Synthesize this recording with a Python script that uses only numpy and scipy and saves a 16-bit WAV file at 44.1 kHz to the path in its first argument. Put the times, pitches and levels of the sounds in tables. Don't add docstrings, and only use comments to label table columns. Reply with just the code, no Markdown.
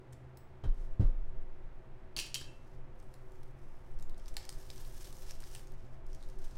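import sys
import numpy as np
from scipy import signal
from scipy.fft import rfft, irfft
from scipy.io import wavfile

SR = 44100
rng = np.random.default_rng(int(sys.argv[2]) if len(sys.argv) > 2 else 0)


def output_pcm(signal):
    pcm = np.clip(np.atleast_2d(signal).T, -1, 1) * 32767
    wavfile.write(sys.argv[1], SR, np.round(pcm).astype(np.int16))


N = 290045
TIME = np.arange(N) / SR

# (frequency [Hz], density [dB per Hz])
FILM_COLOUR = [(350, -32), (850, 4), (1300, -5), (1800, -4), (3000, -7.5), (4600, -1.5), (6900, -5),
               (8600, -2), (11000, -9), (13200, -7), (16000, -18)]
SNAP_T60 = 0.018


def amp(db):
    return 10 ** (np.asarray(db) / 20)


def evened(x):
    return x / np.sqrt(np.mean(x ** 2) + 1e-30)


def unit(x):
    return x / np.sqrt(np.sum(x ** 2) + 1e-30)


def read(points, hz):
    f, value = np.transpose(points)
    return np.interp(np.log(hz + 1), np.log(f + 1), value)


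def add(mix, s, sound):
    part = mix[max(round(s * SR), 0):][:len(sound)]
    part += sound[:len(part)]


def colour(x, spectrum, size=4096):
    hz = abs(np.fft.fftfreq(size, 1 / SR))
    log_gain = np.log(amp(np.maximum(read(spectrum, hz), -100)))
    minimum_phase = np.exp(np.conj(signal.hilbert(log_gain)))
    taps = np.fft.ifft(minimum_phase).real[:size // 2]
    return signal.fftconvolve(x, unit(taps))[:len(x)]


def noise(gain):
    spectrum = rfft(rng.standard_normal(N))
    return evened(irfft(spectrum * gain(np.fft.rfftfreq(N, 1 / SR)), N))


def fade(t60, size=44100):
    return np.exp(-np.log(1000) * np.arange(size) / SR / max(t60, 1 / 1000))


def ring(modes, scatter=0):
    t = TIME[:SR]
    out = 0
    for hz, db, t60 in modes:
        phase = hz * t + scatter * rng.random()
        out = out + amp(db) * fade(t60) * np.sin(2 * np.pi * phase)
    return out


def crack(spectrum, hz, t60, focus_db, size=4096):
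    hump = [(hz / 4, -focus_db), (hz / 2, -focus_db / 2), (hz, 0), (hz * 2, -focus_db)]
    burst = rng.standard_normal(size) * fade(t60, size=size)
    return unit(colour(colour(burst, spectrum), hump))


def room(x, wet_db, echo_db, echo_s=0.0091):
    # (frequency [Hz], t60 [s])
    tail_decay = [(100, 0.42), (500, 0.72), (3000, 0.38), (8000, 0.34), (16000, 0.27)]
    hz, t, z = signal.stft(rng.standard_normal(SR), SR, nperseg=256)
    decay = np.exp(-np.log(1000) * t / read(tail_decay, hz)[:, None])
    tail = signal.istft(z * decay, SR, nperseg=256)[1][:SR]
    response = amp(wet_db) * unit(tail * (1 - fade(0.032)))
    echo = unit(rng.standard_normal(SR) * fade(0.018))
    add(response, echo_s, amp(echo_db) * echo)
    response[0] += 1
    return signal.fftconvolve(x, response)[:N]


def ambience():
    # (frequency [Hz], density [dB per Hz])
    air_colour = [(32, -29), (55, -6.5), (80, -4), (97, -16.5), (129, -2.5), (156, -15.5), (223, -14),
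                  (297, -16), (376, -9.5), (414, -18.5), (512, -19), (697, -19), (2030, -29.5), (5370, -49),
                  (16000, -61)]
    # (frequency [Hz], width [Hz], level [dB])
    hum_bands = [(73.5, 4.7, -66.5), (116.8, 13, -64.5), (129, 2.53, -63.5), (377.5, 4.5, -70.5),
                 (517.1, 9.3, -73), (648, 7.4, -75.5), (914.5, 7.6, -81.5)]
    hum = np.zeros(N)
    for centre, width, db in hum_bands:
        hum += amp(db) * noise(lambda hz: 1 / (1 + ((hz - centre) / width) ** 2))
    return hum + amp(-59) * noise(lambda hz: amp(read(air_colour, hz)))


def stand():
    # (time [s], level [dB])
    tremor_level = [(.56, -55.5), (.7, -38), (1.1, -31), (1.4, -36), (1.7, -43), (2.5, -47), (2.85, -43),
                    (3.75, -44), (4.05, -34), (4.5, -38.5), (5.7, -40.5), (6.58, -38.5)]
    # (frequency [Hz], density [dB per Hz])
    tremor_colour = [(5, -0.5), (11, 5), (22, -2), (35, -16), (50, -20), (80, -32), (160, -103)]
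    # (time [s], level [dB])
    jolts = [(0.67, -16.5), (1.04, -13.5)]
    # (frequency [Hz], level [dB], t60 [s])
    stand_modes = [(24.2, -1, 0.53), (30.1, -8, 0.5)]
    swell = amp(np.interp(TIME, *np.transpose(tremor_level)))
    out = swell * noise(lambda hz: amp(read(tremor_colour, hz)))
    for s, db in jolts:
        add(out, s, amp(db) * ring(stand_modes) * (1 - fade(0.13)))
    return out


def effort(resting_db=-88.5, release_t60=0.36):
    # (start [s], length [s], level [dB], treble over the rest [dB], rise [s])
    strokes = [(0.1, 0.063, -83, 2, 0.032), (0.725, 0.13, -74.5, 2, .04), (2.474, 0.27, -78.5, 2, 0.042),
               (2.944, 0.54, -80.5, 8.5, 0.027), (3.556, 0.4, -78.5, 6.5, 0.031),
               (4.154, 0.36, -72, -1, 0.02), (4.35, 0.081, -57.5, -7, .025), (4.474, 0.39, -63.5, 6, .025),
               (4.652, 0.33, -64, 9, 0.1), (4.942, 0.16, -60, 7, 0.06), (5.13, 0.093, -65, 11.5, 0.031),
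               (5.195, 0.12, -57.5, 3, 0.036), (5.38, 0.19, -60.5, 7, 0.11), (5.59, 0.15, -73, 0, .025),
               (5.762, 0.19, -75, 0, 0.038), (6.047, 0.3, -70.5, -1, 0.05), (6.373, 0.083, -63.5, 2, 0.045),
               (6.48, 0.078, -65.5, -2, 0.03)]
    power = np.zeros((2, N)) + amp(resting_db) ** 2
    for start, length, db, top_db, rise_s in strokes:
        rise = np.clip((TIME - start) / max(rise_s, .01), 0, 1)
        since_end = np.maximum(TIME - start - length, 0)
        release = np.exp(-np.log(1000) * since_end / release_t60)
        power += (amp([[db], [db + top_db]]) * rise * release) ** 2
    return np.sqrt(power)


def sliding(speed, top_speed, grains_per_s=240, spread_db=5):
    # (frequency [Hz], density [dB per Hz])
    rub_colour = [(880, -6), (1500, -5.5), (1690, 2), (1850, -7.5), (2640, -3.5), (3000, -1.5),
                  (4420, -2.5), (5330, 1), (6430, -1.5), (6960, -4.5), (8660, -5), (9560, -8.5),
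                  (14200, -12.5), (15200, -20), (16000, -10)]
    grain_gain = amp(spread_db * np.minimum(rng.exponential(1, N), 3))
    grains = grain_gain * (rng.random(N) < grains_per_s / SR)
    pitches = np.geomspace(3000, 14000, num=32)
    choice = rng.integers(0, len(pitches), N)
    crackle = np.zeros(N)
    for k, hz in enumerate(pitches):
        grain = crack(rub_colour, hz, 0.0046, focus_db=5.0)
        crackle += signal.oaconvolve(grains * (choice == k), grain)[:N]
    grip = amp(2.33 * noise(lambda hz: 1 / (1 + (hz / 50) ** 2)))
    hiss = noise(lambda hz: amp(read(rub_colour, hz)))
    rub = grip * (amp(-4.0) * hiss + amp(-10) * evened(crackle))
    highpass = signal.butter(2, 9500, "high", fs=SR, output="sos")
    top = signal.sosfiltfilt(highpass, rub)
    return speed * (rub - top) + top_speed * top


def creases(speed, count=160, per_s=19):
    peak_db, scatter_db = 15.5, 3
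    centre_hz, octaves, focus_db = 6500, 1, 12
    out = np.zeros(N)
    for place, chance, size, pitch in rng.random((count, 4)):
        at = int(place * N)
        hz = centre_hz * 2 ** (octaves * (2 * pitch - 1))
        snap = crack(FILM_COLOUR, hz, SNAP_T60, focus_db)
        if chance < per_s * N / SR / count:
            level = amp(peak_db + scatter_db * (2 * size - 2.0))
            add(out, at / SR, speed[at] * level * snap)
    return out


def snaps(focus_db=3, patch_t60=0.0047):
    # (time [s], tick level [dB], pitch [Hz], ring of the patch [dB])
    large_creases = [(0.126, -43, 8600, -48), (0.131, -37, 7800, -51), (0.372, -35.5, 11900, -53),
                     (0.744, -52, 7900, -63), (3.0, -45, 5620, -55), (3.027, -50, 8500, -48),
                     (3.14, -36.5, 7400, -55), (3.32, -48, 9100, -56), (3.432, -41.5, 4740, -56),
                     (3.989, -42.5, 6000, -60), (3.997, -40.5, 5460, -50), (4.008, -45, 11000, -55),
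                     (4.025, -33, 6940, -50), (4.096, -40.5, 3930, -44), (4.145, -49, 3770, -47),
                     (4.18, -40.5, 9000, -52), (4.259, -42, 4960, -37), (4.281, -31, 6000, -38),
                     (4.286, -35, 11000, -48), (4.342, -38, 11000, -48), (4.3677, -16, 4150, -23.5),
                     (4.3686, -27, 4900, -25.5), (4.452, -32, 5400, -37), (4.492, -27, 4900, -24),
                     (4.493, -28.5, 8600, -23.5), (4.526, -34, 4900, -35), (4.702, -39, 3750, -28),
                     (4.7032, -31, 5000, -27.5), (4.779, -34, 5740, -41), (4.851, -41, 4410, -37),
                     (4.877, -46, 11900, -41), (5.013, -36, 7000, -37), (5.045, -32, 5630, -38),
                     (5.0544, -33.5, 5640, -39), (5.127, -33, 7860, -40), (5.152, -45, 4850, -47),
                     (5.169, -47, 6600, -38), (5.185, -42, 6000, -43), (5.285, -41, 5300, -43),
                     (5.297, -39, 3800, -35), (5.309, -28, 5600, -25.5), (5.404, -33.5, 8950, -35),
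                     (5.423, -36, 3100, -41), (5.433, -44, 1640, -35), (5.439, -37, 4900, -35.5),
                     (5.5498, -29, 8500, -26), (5.5517, -34, 3050, -29.5), (5.561, -40, 7400, -35),
                     (5.5613, -45, 2770, -36), (5.5945, -38, 2900, -46), (5.672, -43, 6550, -40.5),
                     (5.72, -43.5, 12000, -48), (6.066, -43, 6800, -55), (6.131, -42, 5640, -40),
                     (6.148, -38, 6400, -41), (6.21, -54, 4180, -46), (6.227, -40, 3920, -43),
                     (6.236, -52, 4050, -41), (6.288, -43, 9000, -51), (6.299, -42, 6500, -48),
                     (6.388, -41, 9000, -54), (6.446, -46, 6500, -43)]
    ticks, patches = np.zeros((2, N))
    for s, tick_db, hz, ring_db in large_creases:
        add(ticks, s, amp(tick_db) * crack(FILM_COLOUR, hz, SNAP_T60, focus_db))
        add(patches, s, amp(ring_db) * unit(ring([(hz, 0, patch_t60)])))
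    return ticks, patches


def scissors(contact_t60=0.015, knock_t60=0.034, ping_t60=0.017, count=3):
    # (time [s], contact level [dB], contact pitch [Hz],
    # knock on the desk [dB], ping [dB], blades 0 or handles 1)
    clatter = [(2.165, -15.5, 4570, -28, -19.5, 0), (2.1714, -21.5, 2700, -27.5, -24, 0),
               (2.175, -26, 6500, -36, -27, 0), (2.1811, -19, 5530, -20.5, -18, 0),
               (2.1886, -12.5, 4570, -32, -18, 0), (2.1907, -26, 3000, -40, -16, 0),
               (2.1976, -15.5, 5720, -40, -22, 0), (2.2018, -17.5, 4050, -38, -23, 0),
               (2.2116, -26, 5600, -46, -31, 0), (2.2127, -36, 3000, -38, -22, 0),
               (2.223, -25, 2930, -36, -35, 0), (2.229, -37, 4800, -48, -35, 0),
               (2.2637, -27, 5000, -47, -44, 0), (2.3434, -10, 5660, -53, -17, 1),
               (2.346, -22, 8230, -50, -26, 1), (2.352, -16, 3950, -45, -19.5, 1),
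               (2.357, -28, 3173, -44, -16, 1), (2.4131, -34, 1640, -29.5, -31, 1)]
    # (frequency [Hz], struck on blades [dB], struck on handles [dB], t60 [s])
    steel = [(2232, -13, -10, .25), (2336, -11, -12, .25), (2548, -9, -4, .22), (2592, -7, -9, .19),
             (2676, -9, -3, .35), (2705, -3, -12, .18), (2802, -7, -16, .24), (2895, -4, -14, .18),
             (2986, 3, -10, .22), (3048, -12, -2, .18), (3140, -3, 4, .2), (3235, -9, 0, .22),
             (3567, -12, -5, .16), (3741, -7, -9, .2), (4016, -5, -5, .2), (4083, -7, -6, .17),
             (4301, -10, -4, .16), (4395, -6, -7, .15), (4458, -1, -8, .16), (4501, 0, -6, .16),
             (4680, -4, -3, .18), (4748, -4, -6, .16), (4915, -9, -6, .13), (5167, -11, -8, .16),
             (5398, -11, -2, .17), (5523, -7, -11, .15), (5587, -7, -12, .15), (6194, -6, -12, .19),
             (6274, -6, -10, .16), (6721, -10, -8, .17), (6799, -10, -4, .28), (6960, -6, -5, .18),
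             (7300, -16, -7, .22), (7800, -14, -12, .19), (8175, -10, -11, .2), (8243, -12, -6, .18),
             (8310, -11, -9, .18), (9862, -6, -14, .18), (10030, -10, -14, .12), (10200, -10, -14, .16),
             (10350, -11, -15, .16), (12600, -16, -15, .1), (14650, -13, -12, .06)]
    # (frequency [Hz], density [dB per Hz])
    clink_colour = [(300, -18), (1200, -25), (2350, -6), (2750, -1.5), (3700, -11), (4500, -2.5),
                    (5600, -10.5), (7300, -10.5), (8300, -10.5), (9000, -14.5), (10000, -8), (11000, -20),
                    (12600, -15), (15000, -19)]
    # (frequency [Hz], density [dB per Hz])
    knock_colour = [(80, 6), (200, 2), (350, 0.5), (600, -6), (850, -3), (1500, -8), (4000, -46)]
    # (time [s], level [dB], frequency [Hz], t60 [s])
    last_ring = (2.476, -56, 2676, .31)
    # (frequency [Hz], level [dB], t60 [s])
    tink_modes = [(7800, -7, 0.21), (8050, -12, .2), (14700, -3, .17), (15150, -1, 0.14), (15600, -2, .15)]
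    clink_db, steel_db = -1, -6
    rebound_s, rebound_db = .004, -6
    out = np.zeros(N)
    for s, db, hz, knock_db, ping_db, on_handles in clatter:
        modes = []
        for f, blade_db, handle_db, t60 in steel:
            modes.append((f, handle_db if on_handles > .5 else blade_db, t60))
        add(out, s, amp(db + steel_db) * unit(ring(modes, scatter=0.89)))
        add(out, s, amp(ping_db) * unit(ring([(hz, 0, ping_t60)])))
        add(out, s, amp(knock_db) * crack(knock_colour, 360, knock_t60, focus_db=6.5))
        for bounce in range(count):
            level = amp(db + clink_db + bounce * rebound_db)
            clink = crack(clink_colour, hz, contact_t60, focus_db=4.5)
            add(out, s + bounce * rebound_s, level * clink)
    s, db, hz, t60 = last_ring
    add(out, s, ring([(hz, db, t60)]) * (1 - fade(0.039)))
    add(out, 0.372, amp(-41) * unit(ring(tink_modes)))
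    return out


def book(landing_s=0.016):
    # (time [s], thud level [dB], slap level [dB], slap t60 [s])
    thumps = [(0.636, -41, -41, 0.12), (0.652, -36, -45, 0.091), (0.676, -41, -53, 0.093),
              (0.996, -23, -46.5, 0.45), (1.006, -34, -46, 0.16), (1.022, -34, -53, 0.15),
              (5.834, -49, -67, 0.074)]
    # (frequency [Hz], level [dB], t60 [s])
    desk_modes = [(80, -1, .14), (94, -1, .12), (108, 1, .15), (128, -16, .35), (177, -8, .15),
                  (280, -13, .16), (385, -22, .17), (544, -22, .17), (650, -26, .15), (910, -33, .11)]
    # (frequency [Hz], density [dB per Hz])
    slap_colour = [(120, -10.5), (220, -7.5), (400, -8.5), (600, -16), (900, -23), (1400, -24.5),
                   (2200, -33.5), (3400, -34.5), (5500, -41), (14000, -57)]
    thud, slap = np.zeros((2, N))
    press = 1 - fade(landing_s)
    for s, thud_db, slap_db, t60 in thumps:
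        add(thud, s, amp(thud_db) * ring(desk_modes) * press)
        burst = rng.standard_normal(SR) * fade(t60) * press
        add(slap, s, amp(slap_db) * colour(burst, slap_colour))
    return thud + room(slap, wet_db=-11.0, echo_db=-21)


def pens():
    # (time [s], level [dB])
    jostles = [(0.6385, -34.5), (0.65, -42)]
    # (frequency [Hz], level [dB], t60 [s])
    barrel_modes = [(720, 1, .04), (900, 0, 0.044), (2410, -9, .05), (3050, -1, .1), (3180, -2.5, .1),
                    (3400, -9, .08), (3700, -8, 0.1), (3880, -4, 0.11), (5000, -13, 0.069)]
    out = np.zeros(N)
    for s, db in jostles:
        add(out, s, amp(db) * unit(ring(barrel_modes, scatter=0.8)))
    return out


def scene():
    speed, top_speed = effort()
    ticks, patches = snaps()
    facing = room(patches, wet_db=-13, echo_db=-10)
    film = ticks + creases(speed) + sliding(speed, top_speed)
    near = room(film, wet_db=-8.0, echo_db=-12.0)
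    far = room(scissors() + pens(), wet_db=-6.0, echo_db=-19.5, echo_s=0.067)
    return (near + facing + far + book() + stand() + ambience())[None]


def record(dry):
    lowpass = signal.firwin(511, 15850, window=("kaiser", 9), fs=SR)
    return signal.oaconvolve(dry, lowpass[None], "same")


dry = scene()
out = record(dry)
output_pcm(out)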